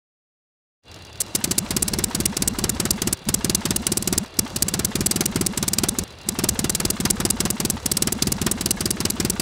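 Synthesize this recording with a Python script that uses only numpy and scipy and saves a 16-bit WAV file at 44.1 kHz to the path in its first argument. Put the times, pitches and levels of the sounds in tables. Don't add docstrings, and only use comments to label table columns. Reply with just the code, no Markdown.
import sys
import numpy as np
from scipy import signal
from scipy.fft import rfft, irfft, next_fast_len
from scipy.io import wavfile
from scipy.ndimage import uniform_filter1d

SR = 44100
rng = np.random.default_rng(int(sys.argv[2]) if len(sys.argv) > 2 else 0)


def generate_wav(sig):
    pcm = np.round(np.clip(np.atleast_2d(sig).T, -1, 1) * 32767).astype(np.int16)
    wavfile.write(sys.argv[1], SR, pcm)


def volts_from_db(level):
    exponent = np.asarray(level, float) / 20
    return 10 ** exponent


N = 414981

# f/Hz, level/dB
DULL_COLOUR = [(290, 11.5), (500, -11), (773, -23), (2190, -7.5), (3150, -4.5), (5390, 1.5), (6510, 1.5),
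               (7420, 2.5), (10500, -2.5), (16000, -12)]
BRIGHT_COLOUR = [(290, -31), (500, -39), (668, -29.5), (1670, -28), (2070, -23), (2850, -41), (5550, -2),
                 (7980, 5), (10200, 1), (16000, -9.5)]
# f/Hz, width/Hz, level/dB
BLADE_MODES = [(615, 270, -24.5), (1176, 26, -28.5), (1623, 360, -30), (2220, 150, -24), (2870, 45, -22.5),
               (3850, 150, -23), (4750, 560, -7), (5440, 580, -12.5), (6130, 260, -11.5), (7750, 590, -7.5),
               (9400, 740, -9.5), (10130, 60, -16)]
# crack level/dB, brightness/0-1, thump level/dB, wobble level/dB
FIRST_BLADE = (-16, 0.02, -13.5, -23)
SECOND_BLADE = (-16, -0.04, -12, -26)
THIRD_BLADE = (-13, .92, -17.5, -24.5)
FOURTH_BLADE = (-0.8, 0.5, -21.5, -27)
GLANCE_CHANGE = [
    (1.5, 0.3, -6.5, -1),
    (2, 0.32, -3, -7),
    (1, 0.15, 1, -1.2),
]
# first blade t/s, third blade t/s, level/dB, glance/0-1
EARLY_TURNS = [(1.4402, 1.5794, 0.5, 0.96), (1.706, 1.8228, -0.1, .7), (1.934, 2.0385, -1.5, .2),
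               (2.1476, 2.255, .8, 0.6), (2.367, 2.4752, 0.7, 0.93), (2.586, 2.693, 0.1, 0.7),
               (2.7985, 2.906, 0.3, 0.4), (3.0178, 3.1262, 0.5, 0.38), (3.4448, 3.547, -.1, 0),
               (3.653, 3.76, -0.3, 0), (3.866, 3.971, 0.5, 0.94), (4.0738, 4.1773, 1.3, 0.4),
               (4.7382, 4.846, 0.3, 0.57), (4.9536, 5.06, 1, 0.16), (5.1586, 5.2556, 0.6, 0.1),
               (5.3577, 5.4628, -0.4, -.5), (5.5732, 5.6791, -0.2, .6), (5.784, 5.8855, 0.5, .2)]
LATE_TURNS = [(6.3877, 6.4873, -0.5, .02), (6.5902, 6.695, -.1, 0.13), (6.7996, 6.901, -.5, 0.44),
              (7.001, 7.1013, 1.8, .2), (7.2009, 7.3012, .8, 0.2), (7.4025, 7.502, 0.8, 0.22),
              (7.6, 7.699, 0.6, 0.54), (8.021, 8.122, -0.2, 0.26), (8.2215, 8.3193, 0.4, .2),
              (8.4151, 8.5126, 0.9, .1), (8.609, 8.7068, -0.2, 0.74), (8.8063, 8.9054, 0.2, 0.6),
              (9.0026, 9.1002, -.6, 0.26), (9.1995, 9.2976, 0.6, 0)]
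# t/s, crack level/dB
FOURTH_HITS = [
    (1.8793, -14.5),
    (4.0237, -19),
    (4.6821, -16.5),
    (5.11, -10.5),
    (5.7324, -14.5),
    (6.7487, -12),
    (7.9688, -10.5),
]
# t/s, crack level/dB, brightness/0-1, thump level/dB, wobble level/dB
STRAY_SLAPS = [(1.2022, -17, 1, -35, -41), (1.3493, -12, 0.76, -19.5, -27.5), (1.476, -45, 0, -18.5, -16),
               (3.242, -47, 0.2, -45, -17.5), (3.2863, -13, 0.16, -12, -28),
               (3.3402, -14, 0.85, -15, -25.5), (4.389, -12.5, 1, -13, -25), (4.502, -29, 0.1, -34, -32),
               (4.5605, -13.5, 0.46, -17, -40), (4.6215, -13, 1, -16, -25.5),
               (5.9858, -13.5, 0.5, -14, -23), (6.0362, -23, 0.7, -21, -54), (6.231, -57, 0.5, -45.0, -29),
               (6.2869, -12.5, 1.0, -17, -26), (7.8578, -13.5, 0.44, -16.5, -35),
               (7.9147, -14, 0.7, -17, -25.5), (9.3966, -15, 0, -14.5, -30.0)]
# f/Hz, level/dB, t60/s
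KNOCK_MODES = [(920, 1, .04), (1250, -5, .04), (1700, -4, .035), (2080, -7, .05)]
# f/Hz, level/dB
SCRAPE_COLOUR = [(400, -30), (750, -2), (920, -7), (1150, 1.5), (1700, -2), (2200, -5), (3200, -3),
                 (9000, -19)]
# f/Hz, level/dB
WHIRR_COLOUR = [(25, -22), (50, -12), (84, -4), (110, -3.5), (170, -11), (250, -12), (400, -10.5),
                (1000, -17.5), (2400, -22.5), (4000, -21.5), (5700, -33.5), (10500, -39), (11500, -47),
                (16000, -62)]
# f/Hz, width/Hz, level/dB
HOUSING_MODES = [(84, 22, -49), (2780, 70, -54), (3450, 80, -57), (4020, 100, -56), (4670, 100, -58)]
# share of the turn/0-1, level/dB
TEETH = [
    (0, -34),
    (.17, -40),
    (.43, -45),
    (.74, -38),
]
# t/s, turns made
GEAR_TURNS = [
    (.8354, 0),
    (1.2635, 4),
    (3.172, 22),
    (4.26, 32),
    (6.2137, 50),
    (9.55, 81),
]
# from t/s, to t/s
PAUSES = [
    (0, 1.195),
    (3.149, 3.262),
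    (4.255, 4.372),
    (6.043, 6.258),
]
# t/s, level/dB
SHAKE = [(1.2, -40), (1.32, -24), (1.58, -0.5), (2.1, 2), (3.1, 1), (3.3, -3), (3.35, 0.1), (4.0, 0),
         (4.2, -5), (4.45, -2.5), (5.87, -1.5), (6.04, 4.5), (6.25, -12), (6.42, 2), (7.7, 0), (7.97, -4),
         (8.16, 1), (9.41, 0.5)]
# f/Hz, level/dB
CLATTER_COLOUR = [(150, -4), (330, -3), (678, -6), (930, -6.5), (2070, -16.5), (2790, -19.5), (4020, -33),
                  (4830, -17.5), (7950, -19.5), (16000, -50)]
# f/Hz, width/Hz, level/dB
RATTLE_MODES = [(4020, 280, -13), (5770, 220, -20), (8200, 390, -25), (10100, 260, -26)]
# f/Hz, level/dB
RUMBLE_COLOUR = [(20, -12), (40, -4), (80, -3), (130, -8), (200, -21), (350, -15), (520, -19), (900, -45)]


def evened(x):
    return x / np.sqrt(np.mean(x ** 2) + 1e-20)


def noise(points):
    size = next_fast_len(N)
    f, db = np.transpose(points)
    hz = np.fft.rfftfreq(size, 1 / SR)
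    colour = volts_from_db(np.interp(np.log(hz + 1), np.log(f), db, left=-90, right=-90))
    return evened(irfft(rfft(rng.standard_normal(size)) * colour, size)[:N])


def add(mix, s, sound):
    part = mix[round(s * SR):][:len(sound)]
    part += sound[:len(part)]


def resonate(x, hz, width):
    r = np.exp(-np.pi * width / SR)
    return 2 * signal.lfilter([1 - r], [1, -r * np.exp(2j * np.pi * hz / SR)], x).real


def flicker(samples, db):
    smooth = uniform_filter1d(rng.standard_normal(N), int(samples))
    smooth = uniform_filter1d(smooth, int(samples))
    return volts_from_db(db * evened(smooth))


def slaps():
    second_at = 0.498
    rows = list(STRAY_SLAPS)
    rows += [(s, db + FOURTH_BLADE[0], *FOURTH_BLADE[1:]) for s, db in FOURTH_HITS]
    blades = FIRST_BLADE, SECOND_BLADE, THIRD_BLADE
    for first_s, third_s, db, glance in [*EARLY_TURNS, *LATE_TURNS]:
        times = first_s, first_s + second_at * (third_s - first_s), third_s
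        for s, blade, change in zip(times, blades, GLANCE_CHANGE):
            harder = np.add(blade, (db, 0, db, db))
            rows.append((s, *(harder + glance * np.array(change))))
    return np.array(sorted(rows))


def cracks(hits):
    dull, bright, body, snap = np.zeros((4, N))
    t = np.arange(2600) / SR
    first_touch = (1 - t / 0.00006) * np.exp(-t / 0.00006)
    rung = np.zeros((len(BLADE_MODES), N))
    chance = rng.standard_normal((len(hits), len(BLADE_MODES) + 1))
    for (s, db, brightness, _, _), c in zip(hits, chance):
        mix = np.clip(brightness, 0, 1)
        u = t / (1 + 0.89 * np.exp(-(s - hits[0, 0]) / 0.21))
        u = u * (1 + 0.3 * max(-18.5 - db, 0))
        hold = 0.0025 + 0.0045 * mix + 0.002 * np.tanh(c[0]) ** 2
        after = np.maximum(u - hold, 0)
        rise = np.minimum(u / 0.0023, 1) ** 0.68
        rise = rise * (0.8 + 0.42 * np.exp(-u / 0.003))
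        fall = np.exp(-after / (0.005 - 0.0036 * mix)) + 0.0068 * np.exp(-after / 0.0018)
        shape = volts_from_db(db) * rise * fall
        add(dull, s, np.sqrt(1 - mix) * shape)
        add(bright, s, np.sqrt(mix) * shape)
        body_db = db - 20.0 * mix + 3.9 * np.tanh(c[-1])
        add(body, s, volts_from_db(body_db) * u / 0.0055 * np.exp(1 - u / 0.007))
        for k in range(len(BLADE_MODES)):
            add(rung[k], s, volts_from_db(3.99 * c[k]) * shape[:1400])
        snap_s = s + 0.00121 + 0.0006 * np.tanh(c[1])
        add(snap, snap_s, -volts_from_db(db + 1.5 + 2.5 * np.tanh(c[2])) * first_touch)
    white = rng.standard_normal(N)
    modes = sum(volts_from_db(db) * e * evened(resonate(white, hz, w)) for e, (hz, w, db) in zip(rung, BLADE_MODES))
    frame_noise = noise([(350, -2.5), (600, 0.5), (1200, 0.5), (2200, -3.0), (3500, -7.0), (6000, -10)])
    air = (dull * noise(DULL_COLOUR) + bright * noise(BRIGHT_COLOUR)) * flicker(23, 0.98)
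    ragged = flicker(75, 2.5)
    return (0.73 * air + volts_from_db(-7.0) * modes) * ragged + snap + volts_from_db(-15.5) * body * frame_noise


def wavelet(t, at, hz, spread):
    return -np.cos(2 * np.pi * hz * (t - at)) * np.exp(-0.5 * ((t - at) / spread) ** 2)


def knock(t, spot):
    ring = 0
    for (hz, db, t60), p, q in zip(KNOCK_MODES, spot, spot[::-1]):
        ring = ring + volts_from_db(db - 10 * p - 60 * t / t60) * np.sin(2 * np.pi * hz * (0.94 + 0.1 * q) * t)
    return np.minimum(t / 0.002, 1) * ring


def flexes(hits):
    out, scrape, tick = np.zeros((3, N))
    t = np.arange(3300) / SR
    chance = rng.random((len(hits), 8))
    gaps = np.diff(hits[:, 0], append=N / SR + 1)
    for (s, _, _, thump_db, wobble_db), gap, c in zip(hits, gaps, chance):
        thump = wavelet(t, 0.005975, 235 * (0.95 + 0.19 * c[0]), 0.002)
        thump += 0.3 * wavelet(t, 0.011235, 351, 0.0028)
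        thump += 0.41 * wavelet(t, 0.01746 + 0.0028 * c[1], 110.4, 0.0036)
        alone = gap > 0.075
        period = 0.107
        if gap < 0.075:
            period = 2 * gap
        elif gap < 0.14:
            period = gap
        slow = np.clip(period, 0.095, 0.125) * 10
        hz = 95 + 2500 * (t - 0.004) / slow * (0.92 + 0.29 * c[2])
        end = min(0.066 * slow, gap + 0.003)
        swell = np.clip((t - 0.011) / 0.032, 0, 1) ** 1.3 * np.clip((end - t) / 0.011, 0, 1)
        cycles = np.cumsum(hz) / SR + 0.23 + 0.12 * c[3]
        if not alone:
            cycles -= np.interp(gap + 0.006, t, cycles) + 0.25 + 0.1 * (c[3] - 0.5)
        wobble = swell * np.sin(2 * np.pi * cycles)
        add(out, s - 0.004, volts_from_db(thump_db) * thump + volts_from_db(wobble_db) * wobble)
        if alone:
            stop_db = -24 if wobble_db > -40 else wobble_db
            add(out, s + 0.0635 * slow, volts_from_db(stop_db - 2.5 + 3 * c[5]) * knock(t, c[[0, 1, 2, 4]]))
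            scrape_shape = np.minimum(t / 0.0039, 1) * np.exp(-t / 0.015)
            add(scrape, s + 0.0643 * slow, volts_from_db(stop_db - 9.5 + 2 * c[6]) * scrape_shape)
            tick_shape = t / 0.006 * np.exp(1 - t / 0.0034)
            add(tick, s + 0.055 * slow, volts_from_db(stop_db - 18.5 + 6.2 * c[7]) * tick_shape)
    return out + scrape * noise(SCRAPE_COLOUR) * flicker(30, 2.0) + tick * noise(BRIGHT_COLOUR)


def motor():
    ticks, t = np.zeros(N), np.arange(900) / SR
    shape = (1 - np.exp(-t / 0.0004)) * np.exp(-t / 0.0035)
    s, made = np.transpose(GEAR_TURNS)
    for turn in range(int(made[-1])):
        for share, db in TEETH:
            tick_s = np.interp(turn + share, made, s)
            add(ticks, tick_s, volts_from_db(db + 1.5 * rng.standard_normal()) * shape)
    shaking = 1 + 80 * uniform_filter1d(ticks, size=500, origin=240)
    shaken = rng.standard_normal(N) * shaking * flicker(430, 3.1)
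    housing = sum(volts_from_db(db) * evened(resonate(resonate(shaken, hz, w), hz, 3 * w)) for hz, w, db in HOUSING_MODES)
    tick_colour = noise([(1500, -1), (3000, -10), (4200, 1), (6000, -0.5), (7500, -6.5), (16000, -19)])
    whirr = volts_from_db(-43.5) * noise(WHIRR_COLOUR) * flicker(480, 1.9)
    return whirr + housing + ticks * tick_colour


def frame():
    clatter_db, clatter_follows, rumble_db = -41, 0.19, -40
    shake_db = np.interp(np.arange(N) / SR, *np.transpose(SHAKE))
    grains = rng.standard_normal(N) * flicker(36, 1.9)
    rattle = sum(volts_from_db(db) * evened(resonate(grains, hz, w)) * flicker(500, 2.4) for hz, w, db in RATTLE_MODES)
    clatter = noise(CLATTER_COLOUR) * flicker(160, 2.07) + rattle
    clatter = volts_from_db(clatter_db + clatter_follows * shake_db) * clatter
    return clatter + volts_from_db(rumble_db + shake_db) * noise(RUMBLE_COLOUR) * flicker(760, 4.1)


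def scene():
    t, hits = np.arange(N) / SR, slaps()
    free = sum(np.clip(np.minimum(t - a, b - t) / 0.0091 + 1, 0, 1) for a, b in PAUSES)
    touching = 1 - free
    return (motor() + cracks(hits) + touching * (flexes(hits) + frame()))[None]


def top_cut(x):
    return signal.sosfilt(signal.butter(12, 16970, fs=SR, output="sos"), x)


def record(dry):
    start_s, fade_s, edge_hz = 0.822, 0.079, 15850
    fade = np.clip((np.arange(N) / SR - start_s) / fade_s, 0, 1) ** 1.6
    soft = 0.95 * np.tanh(dry * fade / 0.95)
    edge = signal.firwin(255, edge_hz, window=("kaiser", 7), fs=SR)[None]
    mix = signal.oaconvolve(soft, edge, "same")
    return top_cut(mix)


dry = scene()
out = record(dry)
generate_wav(out)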